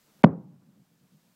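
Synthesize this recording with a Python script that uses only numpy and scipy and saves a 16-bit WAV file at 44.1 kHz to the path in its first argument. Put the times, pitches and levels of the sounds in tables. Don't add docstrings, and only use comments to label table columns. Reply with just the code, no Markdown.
import sys
import numpy as np
from scipy import signal
from scipy.io import wavfile
from scipy.ndimage import uniform_filter1d

SR = 44100
rng = np.random.default_rng(int(sys.argv[2]) if len(sys.argv) > 2 else 0)


def invert_db(level):
    return 10 ** (np.asarray(level, dtype=float) / 20)


def output_pcm(signal):
    pcm = np.clip(np.atleast_2d(signal).T, -1, 1) * 32767
    wavfile.write(sys.argv[1], SR, np.round(pcm).astype(np.int16))


N = 59535

# freq_hz, density_db_per_hz
FIRE_COLOUR = [(40, -25.5), (100, 4.5), (250, -6.5), (450, -10.5), (1500, -17), (4000, -41)]
# time_s, level_db
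FIRE_LEVEL = [(0, -70), (.1, -66), (.19, -64), (.22, -60), (.4, -69), (1.35, -71)]
# freq_hz, density_db_per_hz
HISS_COLOUR = [(20, 5), (100, 0.5), (1000, 2), (4000, 1), (8000, -1), (10000, -4.5), (13000, -1.5),
               (15800, -3.5)]
# freq_hz, density_db_per_hz
CRACK_COLOUR = [(500, -9.5), (2300, 0.5), (3000, -16.5), (6000, -22), (10000, -27), (16000, -27)]
# start_s, pitch_hz, level_db, t60_s
SKIN_SNAP = (.2389, 2200, -14, .012)
# start_s, overpressure_db, positive_phase_ms
SHOCKS = [
    (.2389, -11, 0.079),
    (.2398, 7, 0.56),
    (.2408, -5, 0.071),
    (.2420, -3, 0.6578),
    (.2431, 3.5, 2.2),
    (.2451, 3.5, 0.31),
]
# start_s, suction_db, length_ms
INRUSH = [
    (.2393, -1, 0.12),
    (.2413, -2, 0.99),
    (.2428, -2.5, 0.34),
    (.2456, 3.5, 2),
]
# freq_hz, density_db_per_hz
TAIL_COLOUR = [(24, -71), (40, -41.5), (134, -5.5), (175, -13.5), (510, -15), (650, -22), (1120, -27),
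               (5000, -73), (6500, -106), (11000, -120)]
# freq_hz, t60_s
TAIL_T60 = [(60, .4), (160, 0.43), (420, .27), (1100, .23), (2000, .26), (2900, .26)]
# pitch_hz, level_db, t60_s
YARD_RING = (165, -21.5, .35)
# pitch_hz, level_db, t60_s
RAILINGS = [(410, -48, .4), (510, -47, .45), (660, -55, .6), (805, -58, .6), (830, -57, .65),
            (930, -58, .55)]
# start_s, level_db, positive_phase_ms
ECHOES = [(.2560, 5.5, 0.96), (.261, -37, 1.6), (.282, -15.5, 0.55), (.293, -6, 1.3), (.312, -14.5, 1.2),
          (.329, -12, 0.78), (.355, -20, 0.86), (.379, -17.5, 1.1), (.41, -24, 0.95)]
# peak_time_s, level_db, length_s
ROLLS = [(0.447, -50.5, 0.067), (.525, -56, 0.036), (0.561, -59, .03), (0.621, -60.5, 0.028),
         (0.687, -58.5, 0.024), (0.729, -65, 0.026), (0.771, -61.5, 0.025), (0.805, -58.5, 0.019),
         (0.922, -65.5, .03), (1.033, -61.5, 0.023), (1.145, -59, .024), (1.27, -66, 0.038),
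         (1.317, -73, .02)]
# freq_hz, density_db_per_hz
ROLL_COLOUR = [(50, -23), (100, -3.5), (165, -0.5), (240, -7.5), (330, -18), (600, -26.5), (1500, -50.5)]

TEAR_START_S, TEAR_END_S, TEAR_DB, SPIT_DB = .2337, .2387 + .0088, -48, -32.5
SHOCK_RISE_S, ECHO_RISE_S, SUCTION = .00006, .0008, 1
TAIL_START_S, TAIL_RISE_S, TAIL_DB = .248, .018, -22
LATE_DB, LATE_T60_S, LATE_HZ, LATE_WIDTH_HZ = -51, .72, 800, 750
CAPSULE_LIMIT, CEILING = 1.4, 1.0
LOW_CUT_HZ, LOW_CUT_WIDTH_HZ, SUB_CUT_HZ = 163.4, 114, 85
PORT_HZ, PORT_WIDTH_HZ, EDGE_HZ = 2172, 2900, 15900
HISS_DB, DUCK_AT_S, DUCK_DB, RECOVER_S = -64, .266, 15, .76
MUTE_FROM_S, MUTE_TO_S, MUTE_DB = .2251, .2335, 26.5


def read(points, at, log=False):
    x, y = np.transpose(points)
    if log:
        return np.interp(np.log(at + 1), np.log(x + 1), y)
    return np.interp(at, x, y)


def noise(colour, field_db=0., size=512):
    hop = size // 4
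    hz = np.fft.rfftfreq(size, 1 / SR)
    t = np.arange(N // hop + 5) * hop / SR
    real, imag = rng.standard_normal((len(t), len(hz), 2)).T
    shape = invert_db(read(colour, hz, True))[:, None]
    if callable(field_db):
        field_db = field_db(hz[:, None], t)
    spectra = (real + 1j * imag) * shape * invert_db(field_db)
    sound = signal.istft(spectra, nperseg=size, noverlap=size - hop)[1][:N]
    return sound / np.sqrt((shape ** 2).sum() * 1.5)


def ring(start_s, pitch_hz, level_db, t60_s, rise_s):
    t = np.maximum(np.arange(N) / SR - start_s, 0)
    envelope = invert_db(level_db - 60 * t / t60_s) * np.minimum(t / rise_s, 1)
    return envelope * np.sin(2 * np.pi * pitch_hz * t)


def fronts(rows, rise_s):
    t = np.arange(N) / SR
    out = np.zeros(N)
    for start_s, level_db, phase_ms in rows:
        u = np.clip((t - start_s) / (phase_ms / 1000), 0, 60)
        out += invert_db(level_db) * (t > start_s) * (1 - SUCTION * u) * np.exp(-u)
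    pole = np.exp(-1 / (rise_s * SR))
    return signal.lfilter([(1 - pole) ** 2], [1, -2 * pole, pole * pole], out)


def fire():
    flutter = uniform_filter1d(rng.standard_normal(N), 1500) * 39
    flutter = np.clip(flutter, -2, 2)
    level_db = read(FIRE_LEVEL, np.arange(N) / SR) + 2.1 * flutter
    return invert_db(level_db) * noise(FIRE_COLOUR, size=2048)


def hiss():
    t = np.arange(N) / SR
    recovery = np.exp(-np.maximum(t - DUCK_AT_S, 0) / RECOVER_S)
    duck_db = DUCK_DB * (t > DUCK_AT_S) * recovery
    return invert_db(HISS_DB - duck_db) * noise(HISS_COLOUR)


def crack():
    t = np.arange(N) / SR
    tear = invert_db(TEAR_DB) * np.clip((t - TEAR_START_S) / .0009, 0, 1) * (t < TEAR_END_S)
    spits = np.zeros(N)
    for start_s, level_db, _ in SHOCKS:
        spits += invert_db(level_db) * np.exp(-((t - start_s - .0003) / .0005) ** 2)
    level = tear + invert_db(SPIT_DB) * spits
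    return level * noise(CRACK_COLOUR, size=256) + ring(*SKIN_SNAP, .0003)


def blast():
    return fronts(SHOCKS, SHOCK_RISE_S) - fronts(INRUSH, SHOCK_RISE_S)


def tail_field_db(hz, t):
    return TAIL_DB - 60 * np.maximum(t - TAIL_START_S, 0) / read(TAIL_T60, hz, True)


def tail():
    t = np.arange(N) / SR - TAIL_START_S
    near = noise(TAIL_COLOUR, tail_field_db)
    wash = [(hz, -20 * ((hz - LATE_HZ) / LATE_WIDTH_HZ) ** 2) for hz in np.arange(50, 2500, 50)]
    late = noise(wash, size=2048) * invert_db(LATE_DB - 60 * t / LATE_T60_S)
    return np.clip(t / TAIL_RISE_S, 0, 1) * (near + late)


def yard_ring():
    return sum(ring(TAIL_START_S, *mode, .02) for mode in [YARD_RING, *RAILINGS])


def echoes():
    return fronts(ECHOES, ECHO_RISE_S)


def rumble():
    t = np.arange(N) / SR
    power = np.zeros(N)
    for start_s, level_db, length_s in ROLLS:
        power += invert_db(2 * level_db) * np.exp(-((t - start_s) / length_s) ** 2)
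    roll = noise(ROLL_COLOUR, size=2048)
    return np.sqrt(power / (uniform_filter1d(roll ** 2, size=900) + .2)) * roll


def scene():
    return (fire() + blast() + tail() + yard_ring() + echoes() + rumble())[None]


def capsule(pressure):
    w = 2 * np.pi
    x = CAPSULE_LIMIT * np.tanh(pressure / CAPSULE_LIMIT)
    low_cut = signal.bilinear([1, 0, 0], [1, w * LOW_CUT_WIDTH_HZ, (w * LOW_CUT_HZ) ** 2], SR)
    x = signal.lfilter(*low_cut, x)
    port_sq = (w * PORT_HZ) ** 2
    port = signal.bilinear([port_sq], [1, w * PORT_WIDTH_HZ, port_sq], SR)
    x = signal.lfilter(*port, x)
    return signal.sosfilt(signal.butter(3, SUB_CUT_HZ, "high", fs=SR, output="sos"), x)


def low_pass(x):
    return signal.sosfilt(signal.butter(12, 16950, fs=SR, output="sos"), x)


def record(dry):
    t = np.arange(N) / SR
    x = capsule(dry) + hiss() + crack()
    x = x * invert_db(-MUTE_DB * ((t > MUTE_FROM_S) & (t < MUTE_TO_S)))
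    x = x / (1 + abs(x / CEILING) ** 8) ** (1 / 8)
    x = signal.oaconvolve(x, signal.firwin(255, EDGE_HZ, fs=SR)[None], "same")
    return low_pass(x)


dry = scene()
out = record(dry)
output_pcm(out)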